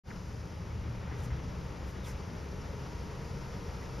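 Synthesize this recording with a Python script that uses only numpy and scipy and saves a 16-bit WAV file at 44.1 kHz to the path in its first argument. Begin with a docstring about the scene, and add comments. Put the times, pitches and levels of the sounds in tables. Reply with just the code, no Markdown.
"""A garden, beside a shrub, with a hand-held camera. Distant traffic roars and rumbles with brief low
swells, tyres whine faintly, and one engine climbs in pitch as its firing rate rises. A thin high hiss,
probably far insects, comes from the left. Close by, the hand scuffs the camera's case and squeaks on
it by stick-slip friction. Leaves slide over each other and rustle three times."""
import sys
import numpy as np
from scipy import signal
from scipy.fft import rfft, irfft
from scipy.io import wavfile

SR = 44100
rng = np.random.default_rng(int(sys.argv[2]) if len(sys.argv) > 2 else 0)


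def log_audio(samples):
    """Write samples as a 16-bit WAV file to the path given in sys.argv[1]."""
    # one column per channel
    frames = np.atleast_2d(samples).T
    # limit to full scale, then quantise
    limited = np.clip(frames, -1, 1)
    pcm = np.round(limited * 32767).astype(np.int16)
    wavfile.write(sys.argv[1], SR, pcm)


N = 176400
T = np.arange(N) / SR
FREQ = np.maximum(np.arange(N // 2 + 1) * SR / N, 1)


def undb(db):
    """Decibels to amplitude ratio."""
    return 10 ** (np.asarray(db) / 20)


def unit(x):
    """Normalisation to rms 1."""
    return x / np.sqrt(np.mean(x ** 2))


def curve(rows, column=1):
    """Linear interpolation of one table column over time."""
    rows = np.array(rows)
    return np.interp(T, rows[:, 0], rows[:, column])


def colour(points):
    """Gain interpolated over log frequency from (frequency_hz, gain_db) points."""
    hz, db = np.array(points).T
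    return undb(np.interp(np.log(FREQ), np.log(hz), db))


def shaped(x, gain):
    """Filtering by multiplication of the spectrum."""
    return irfft(rfft(x) * gain, N)


def noise(gain):
    """Filtered Gaussian noise of rms 1."""
    return unit(shaped(rng.standard_normal(N), gain))


def resonance(hz, width_hz):
    """Lorentzian peak: the gain halves at width_hz either side of hz."""
    return 1 / (1 + ((FREQ - hz) / width_hz) ** 2)


def walk(rate_hz):
    """Random modulation: noise of rms 1, low-passed at rate_hz."""
    return noise(1 / (1 + (FREQ / rate_hz) ** 4))


def swell(middle_s, half_length_s):
    """Gaussian envelope: a smooth rise and fall."""
    return np.exp(-.5 * ((T - middle_s) / half_length_s) ** 2)


def stereo(mid, side):
    """Sum and difference give left and right."""
    return np.array([mid + side, mid - side])


def diffuse(gain):
    """Scattered sound: independent noise in each channel."""
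    return np.array([noise(gain), noise(gain)])


def from_left(x, lag_s=0.000177):
    """Arrival-time difference: frequencies above 1 / lag_s reach the right channel later."""
    turns = np.maximum(FREQ * lag_s, 1)
    return np.array([x, shaped(x, np.exp(-2j * np.pi * turns))])


# Spectrum of the traffic rumble: frequency_hz, gain_db
RUMBLE_SPECTRUM = [(20, -24), (35, -5.5), (52, -1), (76, 2.5), (98, -6), (135, -6), (180, -4), (215, -11.5),
                   (330, -23.5), (700, -91.5)]
# Envelope of the rumble: time_s, level_db
RUMBLE_ENVELOPE = [(0.1, -42), (0.6, -42), (1.05, -42), (1.45, -39.5), (1.7, -42.3), (2.3, -41),
                   (2.55, -42), (2.9, -41), (3.25, -40.5), (3.8, -42.5)]


def rumble(side_db=-24.5):
    """Incoherent summation: many far engines merge into a low drone, almost alike in both ears."""
    gain = colour(RUMBLE_SPECTRUM)
    pair = stereo(noise(gain), undb(side_db) * noise(gain))
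    return pair * undb(curve(RUMBLE_ENVELOPE))


# Brief low swells in the rumble: middle_s, pitch_hz, level_db
RUMBLE_SWELLS = [(0.79, 77.6, -40), (0.9, 80, -38), (1.21, 80.4, -37), (1.335, 71.5, -34.5),
                 (1.455, 81.6, -42.5), (1.84, 65.5, -43), (2.145, 53, -40.5), (2.57, 80.2, -36),
                 (3.32, 86, -41.5), (3.97, 62, -37)]


def rumble_swells(half_length_s=0.016):
    """Gaussian tone bursts: the low rumble swells briefly, a few cycles at a time."""
    out = 0
    for middle_s, pitch_hz, level_db in RUMBLE_SWELLS:
        phase = 2 * np.pi * pitch_hz * T + rng.uniform(0, 2 * np.pi)
        out = out + unit(np.sin(phase)) * undb(level_db) * swell(middle_s, half_length_s)
    return out


# Spectrum of the tyre roar: frequency_hz, gain_db
ROAR_SPECTRUM = [(120, 0.5), (240, -5), (300, -0.5), (345, -2.5), (420, 1.5), (540, -1), (710, -8.5),
                 (920, -4.5), (1100, -9), (1300, -8), (1650, -13), (1950, -12.5), (2800, -16.5),
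                 (4000, -22), (7000, -73), (15000, -92)]
# Envelope of the roar: time_s, level_db
ROAR_ENVELOPE = [(0.1, -49.5), (0.27, -50.5), (0.56, -50), (0.73, -48.5), (0.98, -49), (1.1, -47),
                 (1.35, -47), (1.6, -48), (2.3, -48), (2.8, -47.5), (4.0, -47.5)]
# Scattered share of the roar: frequency_hz, side_minus_mid_db
ROAR_SCATTER = [(150, -9.5), (300, -2.5), (500, -9), (720, 0.5), (950, -6), (1800, -1.5), (2600, -9),
                (4000, -19)]
# Balance of the roar: frequency_hz, left_minus_right_db
ROAR_BALANCE = [(150, -9.5), (300, 6.5), (600, 2.5), (1000, 5.5), (2000, 3), (4000, -0.5)]


def tyre_roar(flicker_db=0.6):
    """Scattering by the surroundings widens the tyre noise; its midrange leans left."""
    gain = colour(ROAR_SPECTRUM)
    pair = stereo(noise(gain), shaped(noise(gain), colour(ROAR_SCATTER)))
    lean = np.sqrt(colour(ROAR_BALANCE))
    envelope = undb(curve(ROAR_ENVELOPE) + flicker_db * walk(22.6))
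    return shaped(pair, np.array([lean, 1 / lean])) * envelope


# Hums and whines of far vehicles: middle_s, half_length_s, pitch_hz, wander_hz, level_db
VEHICLE_TONES = [(0.366, .065, 114.5, 2.2, -43), (1.02, 0.45, 76, 5.76, -50.5),
                 (1.877, 0.1, 62, 2.17, -42.5), (1.985, 0.077, 127, 1.97, -47.5),
                 (2.8, .07, 130, 2.04, -49.5), (3.4, 0.18, 134, 3.2, -46.5), (3.9, 0.099, 128, 3.4, -48.5),
                 (2.8, 0.46, 406, 4.86, -59.5), (3.69, 0.53, 466, 2.97, -56.5), (3, 0.65, 942, 11.9, -63)]


def whines(flutter_db=2.5):
    """Random frequency and amplitude modulation: engine and tyre tones waver as they swell and fade."""
    out = 0
    for middle_s, half_length_s, pitch_hz, wander_hz, level_db in VEHICLE_TONES:
        phase = 2 * np.pi * np.cumsum(pitch_hz + wander_hz * walk(15)) / SR
        envelope = undb(level_db + flutter_db * walk(8)) * swell(middle_s, half_length_s)
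        out = out + unit(np.sin(phase)) * envelope
    return out


# One far engine pulling away: time_s, firing_hz, level_db
ENGINE_RUN = [(0.3, 81.9, -67), (0.46, 89.4, -53), (0.6, 98.5, -44.5), (0.76, 113.1, -44),
              (0.9, 117.1, -40), (1.03, 120.5, -49), (1.25, 124.1, -39.5), (1.4, 123.4, -45),
              (1.55, 123.3, -49), (1.8, 126, -57)]


def engine(wander=0.012, flutter_db=1.5, octave_db=-20):
    """Periodic firing: a fundamental and a weak second harmonic climb with the engine's speed."""
    firing_hz = curve(ENGINE_RUN) * (1 + wander * walk(17))
    phase = 2 * np.pi * np.cumsum(firing_hz) / SR
    tone = unit(np.sin(phase) + undb(octave_db) * np.sin(2 * phase))
    return tone * undb(curve(ENGINE_RUN, column=2) + flutter_db * walk(14))


# Spectrum of the high hiss: frequency_hz, gain_db
HISS_SPECTRUM = [(2500, -23), (3800, -4), (4600, 5.5), (5500, 6), (6200, 3.5), (7000, 0), (8200, -12),
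                 (9500, -4.5), (11300, -9), (13000, -9), (15500, -9)]
# Envelope of the hiss: time_s, level_db
HISS_ENVELOPE = [(0.1, -60.5), (0.5, -62.5), (0.95, -63), (1.5, -62), (2.4, -61), (3.0, -60), (4.0, -59)]
# Thin ringing tones within the hiss: pitch_hz, relative_level_db
HISS_TONES = [(4559, -19), (4827, -26), (4960, -23.5), (5079, -20), (5161, -18), (5489, -14), (5872, -21),
              (5934, -27), (6045, -22.5), (6101, -19), (6643, -23)]


def hiss(tone_width_hz=6.2, flicker_db=0.5, scatter_db=-19):
    """Superposition of broad and narrow noise bands: a steady hiss like a far insect chorus."""
    gain = colour(HISS_SPECTRUM)
    tones = sum(undb(db) * noise(resonance(hz, tone_width_hz)) for hz, db in HISS_TONES)
    chorus = (noise(gain) + tones) * undb(flicker_db * walk(40))
    pair = from_left(chorus) + undb(scatter_db) * diffuse(gain)
    return pair * undb(curve(HISS_ENVELOPE))


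# Resonances of the camera case: frequency_hz, width_hz, gain_db
CASE_MODES = [(1020, 94, 6), (1520, 140, 6), (1940, 140, 8), (2060, 110, -1), (2540, 120, -24)]
# Scuffs of the hand on the case: start_s, decay_s, level_db
HAND_SCUFFS = [(0.103, 0.008, -51), (1.07, 0.029, -57), (1.115, 0.025, -53.5), (1.305, 0.049, -53),
               (2.076, 0.027, -55.5), (3.82, 0.011, -49.5)]


def scuffs(attack_s=0.003, side_db=-7):
    """Forced vibration: friction of sliding skin briefly drives the resonances of the camera case."""
    gain = sum(undb(db) * resonance(hz, width_hz) for hz, width_hz, db in CASE_MODES)
    envelope = 0
    for start_s, decay_s, level_db in HAND_SCUFFS:
        age_s = T - start_s
        rise = np.clip(1 + age_s / attack_s, 0, 1)  # complete at start_s
        decay = np.exp(-np.maximum(age_s, 0) / decay_s)
        envelope = envelope + undb(level_db) * rise * decay
    return envelope * stereo(noise(gain), undb(side_db) * noise(gain))


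# Tiny squeaks of the slipping grip: middle_s, half_length_s, pitch_hz, level_db
GRIP_SQUEAKS = [(0.1065, 0.0011, 2034, -46), (0.114, 0.0043, 1620, -49.5), (2.052, 0.0135, 3490, -58)]


def squeaks(sag=0.082, roughness_hz=170, grain_db=2):
    """Stick-slip friction: the grip catches and lets go in a rough tone that sags as it eases."""
    out = 0
    for middle_s, half_length_s, pitch_hz, level_db in GRIP_SQUEAKS:
        glide_hz = pitch_hz * (1 - sag * np.tanh((T - middle_s) / half_length_s))
        phase = 2 * np.pi * np.cumsum(glide_hz + roughness_hz * walk(720)) / SR
        envelope = undb(level_db + grain_db * walk(370)) * swell(middle_s, half_length_s)
        out = out + unit(np.sin(phase)) * envelope
    return out


# Spectrum of leaf rubbing on leaf: frequency_hz, gain_db
LEAF_SPECTRUM = [(500, -1), (1900, 8.5), (3500, -3), (5500, 6), (8000, 3), (11000, 0), (15000, -3)]
# Leaf contacts, merging into three rustles: middle_s, half_length_s, level_db, tilt_db_per_octave
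LEAF_CONTACTS = [(1.212, 0.032, -58, -2.5), (1.248, 0.015, -55.5, 0), (1.893, 0.023, -62, 2),
                 (2.072, 0.022, -58, 4), (2.084, .03, -50.5, -2.2)]


def rustles(grain_db=0.8, scatter_db=-8, edge_steepness=2.8):
    """Sliding friction: leaves rub over each other in short, grainy bursts of broadband noise."""
    out = 0
    for middle_s, half_length_s, level_db, tilt_db_per_octave in LEAF_CONTACTS:
        gain = colour(LEAF_SPECTRUM) * undb(tilt_db_per_octave * np.log2(FREQ))
        pair = from_left(noise(gain)) + undb(scatter_db) * diffuse(gain)
        contact = np.exp(-.5 * np.abs((T - middle_s) / half_length_s) ** edge_steepness)
        out = out + pair * undb(level_db + grain_db * walk(280)) * contact
    return out


def scene(left_minus_right_db=2.15):
    """Superposition of all sources; a level difference sets the traffic slightly to the left."""
    lean = undb(np.array([[left_minus_right_db], [-left_minus_right_db]]) / 2)
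    traffic = rumble() + engine() + whines() + rumble_swells()
    return lean * traffic + tyre_roar() + hiss() + rustles() + scuffs() + squeaks()


# Stereo width of the camera, nearly mono in the lower treble: frequency_hz, side_gain_db
STEREO_WIDTH = [(2500, -3), (3100, -4.5), (3600, -46), (5600, -33), (6100, -23), (6400, 0), (15000, -2.5)]


def record(dry, fade_start_s=0.035, fade_end_s=0.097, cutoff_hz=14250):
    """Mid-side and low-pass filtering: the camera narrows the lower treble, fades in and cuts the top."""
    left, right = dry
    mid, side = (left + right) / 2, (left - right) / 2
    pair = stereo(mid, shaped(side, colour(STEREO_WIDTH)))
    fade = np.clip((T - fade_start_s) / (fade_end_s - fade_start_s), 0, 1) ** 1.19
    low_pass = signal.ellip(10, .2, 80, cutoff_hz, fs=SR, output="sos")
    return signal.sosfilt(low_pass, pair * fade)


dry = scene()
out = record(dry)
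log_audio(out)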